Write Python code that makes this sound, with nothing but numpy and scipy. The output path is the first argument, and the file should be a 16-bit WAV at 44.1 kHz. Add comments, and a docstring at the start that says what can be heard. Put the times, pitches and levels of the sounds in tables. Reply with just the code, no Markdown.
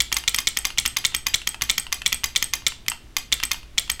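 """Typing with three solenoids

Fast, close typing on a mechanical keyboard fires three small solenoids in turn. Keycaps clack and the desk
thuds under the fingers; each plunger slams home, rattles, then pings as it springs back. A small room answers,
over a low rumble and hum. The sharpest peaks are softly rounded off."""
import sys
import numpy as np
from scipy import signal
from scipy.fft import rfft, irfft
from scipy.io import wavfile

SR = 44100
rng = np.random.default_rng(int(sys.argv[2]) if len(sys.argv) > 2 else 0)


def generate_wav(signal):
    """Clip the signal to [-1, 1] and save it as 16-bit WAV at the path in sys.argv[1]."""
    frames = np.transpose(np.atleast_2d(signal))
    scaled = np.clip(frames, -1, 1) * 32767
    pcm = np.round(scaled).astype(np.int16)
    wavfile.write(sys.argv[1], SR, pcm)


N = 176400

# colour of the room tone (frequency [Hz], relative level [dB])
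ROOM_TONE = [(15, 2.5), (35, -1.5), (60, -0.5), (80, -11), (125, -11.5), (180, -20), (330, -18.5),
             (480, -26.5), (1000, -29.5), (3000, -30.5), (8000, -39.5), (16000, -49)]
# hum partials (frequency [Hz], RMS level [dB])
HUM = [(56, -56.5), (120, -60.5), (240, -67.5)]
# keystrokes, dealt to the solenoids in turn (strike time [s], desk thud level [dB])
STROKES = [(0.004, -36.5), (0.1264, -33.5), (0.1676, -47), (0.2783, -45.5), (0.3455, -52), (0.3864, -38),
           (0.472, -48), (0.5715, -44), (0.6524, -40), (0.7841, -36), (0.8605, -33), (0.9687, -43),
           (1.05, -46), (1.1478, -37.5), (1.2676, -40), (1.3423, -51), (1.4737, -51), (1.6204, -32.5),
           (1.6976, -37), (1.7809, -45), (1.9266, -43), (2.062, -38), (2.1277, -35), (2.2415, -35),
           (2.361, -45), (2.4257, -39), (2.5364, -48), (2.6663, -46), (2.8827, -52), (3.1672, -51),
           (3.3253, -36), (3.4355, -35.5), (3.5159, -39), (3.7811, -53), (3.8997, -41)]
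# desk resonances (frequency [Hz], level [dB], t60 [s])
DESK_MODES = [(55.7, 4, 0.22), (90.5, 2.5, 0.073), (119, -6.5, 0.17), (235.7, -12, 0.25),
              (343, -5.5, 0.069), (408, -12, 0.065)]
# each solenoid's mix (ring [dB], crack [dB], snap [dB], crack t60 [s], return tick [dB], room send [dB])
SOLENOIDS = [(-3, 0, 19, 0.013, -21, -13), (-1.5, -0.16, 12, 0.015, -25.5, -12.5),
             (-0.6, 0.2, 16.5, 0.017, -31, -11.5)]
# ring of each solenoid on its plastic mount (frequency [Hz], level [dB], t60 before damping [s])
MOUNT_MODES = [
    [(976, -23.5, 0.0098), (1318, -27, 0.084), (2180, -57, 0.039), (2358, -17, 0.016), (3540, -85, 0.037),
     (3552, -11.0, 0.025), (3804, -15, 0.018), (4124, -21.5, 0.017), (4340, -67, 0.019), (5400, -40, 0.081),
     (6050, -17.5, 0.084), (5850, -25, 0.029), (7070, -39, 0.01), (7260, -23.5, 0.02)],
    [(886, -34, 0.013), (1298, -56.5, 0.023), (2045, -20.9, 0.046), (2405, -20, 0.057), (3225, -20, 0.021),
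     (3530, -15, 0.012), (4500, -34.5, 0.053), (5210, -24, 0.066), (6180, -27.5, 0.028),
     (6550, -20.5, 0.018), (7144, -16.5, 0.0073), (7500, -36, 0.014), (10900, -27, 0.018),
     (12200, -22, 0.0066)],
    [(1150, -27, 0.037), (1630, -80, 0.021), (2126, -21.5, 0.04), (2453, -16.5, 0.016), (3330, -29, 0.05),
     (3605, -19.5, 0.038), (3855, -22.5, 0.044), (4860, -23.5, 0.077), (4970, -20.5, 0.019),
     (6050, -38, 0.021), (6240, -14, 0.0056), (6770, -29, 0.0093), (11300, -16.5, 0.0053),
     (12540, -24.5, 0.0049)],
]
# colour of each solenoid's crack (frequency [Hz], gain [dB])
CRACK_COLOURS = [
    [(150, -14.5), (330, -25.5), (600, -26), (1100, -29), (1600, -32), (2100, -4.5), (2700, -17),
     (3400, 3.5), (4500, -6), (6500, -7.5), (8300, -10), (9200, -19), (12500, -22.5), (16000, -19.5)],
    [(150, -19.5), (330, -25), (600, -31), (1100, -20.5), (1600, -28.5), (2100, -10), (2700, -14.5),
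     (3250, -7.5), (3900, -12.5), (6500, -9), (8300, -23), (9500, -22), (12500, -14.5), (16000, -26)],
    [(150, -19.5), (330, -15.5), (600, -27.5), (1100, -11.5), (1550, -27.5), (2200, -10), (2800, -14),
     (3500, -13), (6500, -9), (8300, -20), (9500, -18.5), (12500, -17), (16000, -23)],
]
# each plunger's rattle (delay after landing [s], level against the landing [dB])
BOUNCES = [
    [(.00362, -3.5), (.00578, -8), (.00725, -20.5)],
    [(.00091, -4), (.00318, -10), (.00477, -14)],
    [(.00122, -38), (.00287, -9), (.00434, -11)],
]
# each plunger's return to its back stop (delay after landing [s])
RETURN_DELAYS = [.0151, .0170, .0170]
# ping of each returning plunger (frequency [Hz], level [dB], t60 [s])
PING_MODES = [
    [(3400, -69.5, .03), (7400, -78, 0.025), (8200, -22, 0.024), (11170, -30, 0.027), (13000, -32, 0.012),
     (15300, -41, .015)],
    [(8055, -25.5, 0.029), (8192, -17.5, 0.025), (12000, -31.5, .018), (15400, -41, .015)],
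    [(3180, -28.5, 0.048), (7940, -25.5, 0.019), (9780, -31.5, 0.031), (11300, -39.5, 0.028),
     (13560, -30, .018), (14700, -30, .018)],
]
# colour of the tick on the back stop (frequency [Hz], gain [dB])
RETURN_TICK_COLOUR = [(300, -5), (1200, 1), (2500, 4), (6000, -5), (8000, 8), (10000, 8), (12000, 8),
                      (16000, 1)]
# keycaps landing or springing up (time [s], hollow case level [dB], bright cap level [dB])
KEY_CLACKS = [(0.1181, -20, -16.5), (0.1635, -43, -20), (0.2382, -28, -23), (0.2754, -32, -34),
              (0.3409, -43, -28), (0.3813, -33, -17), (0.4619, -54, -47), (0.567, -45, -21.5),
              (0.6472, -34, -19), (0.7039, -28.5, -19), (0.7755, -34, -16.5), (0.8535, -20, -10.5),
              (0.9645, -35, -19), (1.0427, -29, -16), (1.1223, -32, -31), (1.1437, -30, -20),
              (1.2635, -29, -23), (1.338, -43, -20), (1.4174, -41, -22), (1.47, -35, -24),
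              (1.5444, -21, -19.5), (1.6115, -35, -18), (1.6922, -26, -18), (1.7773, -35, -24),
              (1.867, -26, -21), (1.9205, -30, -23), (2.0185, -52, -17), (2.0568, -35, -22),
              (2.1225, -28, -12.5), (2.2357, -28, -17), (2.3523, -31, -22), (2.4218, -29, -26),
              (2.5316, -34, -27), (2.6213, -33.5, -35), (2.7214, -25.5, -24.5), (2.8634, -37, -27),
              (2.9178, -18.5, -14.5), (3.3191, -37, -17.5), (3.401, -30, -17.5), (3.416, -44, -45),
              (3.4293, -20, -17), (3.5118, -20.5, -17.5), (3.5439, -23, -26), (3.6307, -37, -35),
              (3.7762, -25, -24), (3.878, -33, -30), (3.8961, -23, -20), (3.9956, -24.5, -20)]
# keyboard case resonances (frequency [Hz], level [dB], t60 [s])
CASE_MODES = [(740, -15.5, 0.0076), (962, -7.5, 0.017), (1170, -16, 0.02)]
# keycap resonances (frequency [Hz], level [dB], t60 [s])
CAP_MODES = [(2053, -17, 0.026), (2720, -6, 0.019), (3025, -7.5, .013), (4560, -24, 0.012)]
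# colour of the keycap tick (frequency [Hz], gain [dB])
CAP_TICK_COLOUR = [(300, -12.5), (1500, 6), (3500, 8), (6000, -2), (10000, -2.5), (16000, -22)]
# decay of the room's tail (frequency [Hz], t60 [s])
ROOM_DECAY = [(200, 0.07), (1000, 0.18), (3500, 0.3551), (8000, 0.25), (15000, 0.22)]
# colour of the reverb (frequency [Hz], gain [dB])
ROOM_COLOUR = [(200, 8), (400, 8.5), (700, 13.5), (1100, 1.5), (1500, 6), (2200, -4), (2750, 3),
               (3350, -3.5), (4500, 0.5), (6000, -4), (8200, 0.5), (11000, -1.5), (15000, -4.5)]

ROOM_TONE_RMS_DB = -44
THUD_LEAD_S, THUD_RISE_S = 0.00347, 0.0027
MOUNT_LOW_CUT_HZ, MOUNT_MAX_T60_S, CRACK_VARIATION_DB, RETURN_TICK_T60_S = 987, 0.024, -7, 0.0067
KEY_LOW_CUT_HZ, KEY_TICK_T60_S, KEY_TICK_DB, KEY_ROOM_DB = 730, 0.023, -10, -12.5
# random spread from hit to hit, as a fraction of pitch or bounce delay
DESK_DETUNE, MOUNT_DETUNE, KEY_DETUNE, BOUNCE_SPREAD = 0.038, 0.009, 0.042, 0.015
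PREDELAY_S, EARLY_T60_S, EARLY_DB, CROSSFADE_HZ = 0.006, 0.26, -6, 0.43
CEILING, HIGH_CUT_HZ = 0.88, 16000


def amp(db):
    """Decibels to gain."""
    return 10 ** (np.asarray(db) / 20)


def decay(t, t60):
    """An envelope that falls 60 dB in t60 seconds."""
    return np.exp(-np.log(1000) * t / t60)


def curve_at(points, hz):
    """A table's value on a log-frequency axis."""
    frequencies, values = np.transpose(points)
    return np.interp(np.log(hz + 1), np.log(frequencies), values)


def add(mix, start_s, sound):
    """Lays a sound into the mix."""
    part = mix[max(round(start_s * SR), 0):][:len(sound)]
    part += sound[:len(part)]


def colour(x, points):
    """Zero-phase EQ from a colour table."""
    return irfft(rfft(x) * amp(curve_at(points, np.fft.rfftfreq(len(x), 1 / SR))), len(x))


def causal_colour(x, points, size=4096):
    """Minimum-phase EQ: it rings only after the hit."""
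    log_gain = np.log(amp(curve_at(points, abs(np.fft.fftfreq(size, 1 / SR)))))
    response = np.exp(signal.hilbert(log_gain).conj())
    return np.fft.ifft(np.fft.fft(x, size) * response).real


def low_cut(x, hz, order=4):
    """Small parts radiate little bass."""
    return signal.lfilter(*signal.butter(order, hz, "high", fs=SR), x)


def ring(modes, detune=0, size=4096):
    """Struck modes: decaying sines, each randomly off pitch if detune is set."""
    hz, db, t60 = np.transpose(modes)
    pitch = 1 + detune * rng.standard_normal(len(hz)) if detune else 1
    t = np.arange(size)[:, None] / SR
    return (amp(db) * decay(t, t60) * np.sin(2 * np.pi * hz * pitch * t)).sum(1)


def burst(points, t60, snap=0, size=4096):
    """Countless short modes blur into dying noise; snap puts one sharp contact on the front."""
    drive = rng.standard_normal(size) * decay(np.arange(size) / SR, t60)
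    drive[0] += snap
    return causal_colour(drive, points)


def room_tone():
    """A bed of low rumble, faint hiss and steady hum."""
    t = np.arange(N) / SR
    noise = colour(rng.standard_normal(N), ROOM_TONE)
    hum = sum(amp(db) * np.sqrt(2) * np.sin(2 * np.pi * (hz * t + rng.random())) for hz, db in HUM)
    return amp(ROOM_TONE_RMS_DB) * noise / noise.std() + hum


def desk_thuds(size=16384):
    """Each finger's push sets the desk thudding, just ahead of the solenoid."""
    out = np.zeros(N)
    attack = 1 - np.exp(-np.arange(size) / SR / THUD_RISE_S)
    for strike_s, thud_db in STROKES:
        add(out, strike_s - THUD_LEAD_S, -amp(thud_db) * attack * ring(DESK_MODES, DESK_DETUNE, size))
    return out


def solenoid(index):
    """The plunger lands and bounces almost the same way each time, then pings against its back stop."""
    ring_db, crack_db, snap_db, crack_t60, tick_db, room_db = SOLENOIDS[index]
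    contacts = [(0, 0)] + BOUNCES[index]
    damped_modes = [(hz, db, min(t60, MOUNT_MAX_T60_S)) for hz, db, t60 in MOUNT_MODES[index]]
    cracks = [burst(CRACK_COLOURS[index], crack_t60, amp(snap_db)) for _ in contacts]
    ping = low_cut(ring(PING_MODES[index]), MOUNT_LOW_CUT_HZ)
    out = np.zeros(N)
    for strike_s, _ in STROKES[index::len(SOLENOIDS)]:
        body = amp(ring_db) * low_cut(ring(damped_modes, MOUNT_DETUNE), MOUNT_LOW_CUT_HZ)
        stretch = 1 + BOUNCE_SPREAD * rng.standard_normal()
        for (delay_s, contact_db), crack in zip(contacts, cracks):
            variation = amp(CRACK_VARIATION_DB) * burst(CRACK_COLOURS[index], crack_t60)
            hit = body + amp(crack_db) * (crack + variation)
            add(out, strike_s + delay_s * stretch, amp(contact_db) * hit)
        tick = amp(tick_db) * burst(RETURN_TICK_COLOUR, RETURN_TICK_T60_S)
        add(out, strike_s + RETURN_DELAYS[index], ping + tick)
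    return out + amp(room_db) * crossfaded_room(out)


def room(x, size=32768, samples_per_echo=6):
    """Quick, dense reflections from the desk area blend with the small room's tail."""
    echoes = rng.choice([-1., 1.], size) * (rng.integers(0, samples_per_echo, size) == 0)
    hz, t, spectrum = signal.stft(echoes, SR, nperseg=256)
    tail = signal.istft(spectrum * decay(t, curve_at(ROOM_DECAY, hz)[:, None]), SR)[1][:size]
    early = rng.standard_normal(size) * decay(np.arange(size) / SR, EARLY_T60_S)
    blend = tail / np.linalg.norm(tail) + amp(EARLY_DB) * early / np.linalg.norm(early)
    fade_out = np.minimum(np.linspace(10, 0, size), 1)
    out = np.zeros(N)
    add(out, PREDELAY_S, signal.fftconvolve(x, colour(blend, ROOM_COLOUR) * fade_out))
    return out


def crossfaded_room(x):
    """A slow crossfade between two reverbs keeps the room's tail from ringing on the same pitches."""
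    angle = 2 * np.pi * CROSSFADE_HZ * np.arange(N) / SR
    return room(x * np.cos(angle)) + room(x * np.sin(angle))


def key_clacks():
    """Every key ticks and rings the hollow case and its own bright cap, at a slightly different pitch."""
    out = np.zeros(N)
    for time_s, case_db, cap_db in KEY_CLACKS:
        case = ring(CASE_MODES, KEY_DETUNE)
        cap = ring(CAP_MODES, KEY_DETUNE)
        tick = amp(KEY_TICK_DB) * burst(CAP_TICK_COLOUR, KEY_TICK_T60_S)
        add(out, time_s, amp(case_db) * case + amp(cap_db) * (tick - cap))
    return low_cut(out + amp(KEY_ROOM_DB) * room(out), KEY_LOW_CUT_HZ)


def scene():
    """Solenoids, keys, desk and room tone, mixed in mono."""
    solenoids = sum(solenoid(index) for index in range(len(SOLENOIDS)))
    return (solenoids + key_clacks() + desk_thuds() + room_tone())[None]


def record(dry):
    """The sharpest peaks are softly rounded off, then a steep high cut trims the very top."""
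    rounded = dry / (1 + (dry / CEILING) ** 6) ** (1 / 6)
    high_cut = signal.firwin(255, HIGH_CUT_HZ, window=("kaiser", 9), fs=SR)
    return signal.oaconvolve(rounded, high_cut[None], "same")


dry = scene()
out = record(dry)
generate_wav(out)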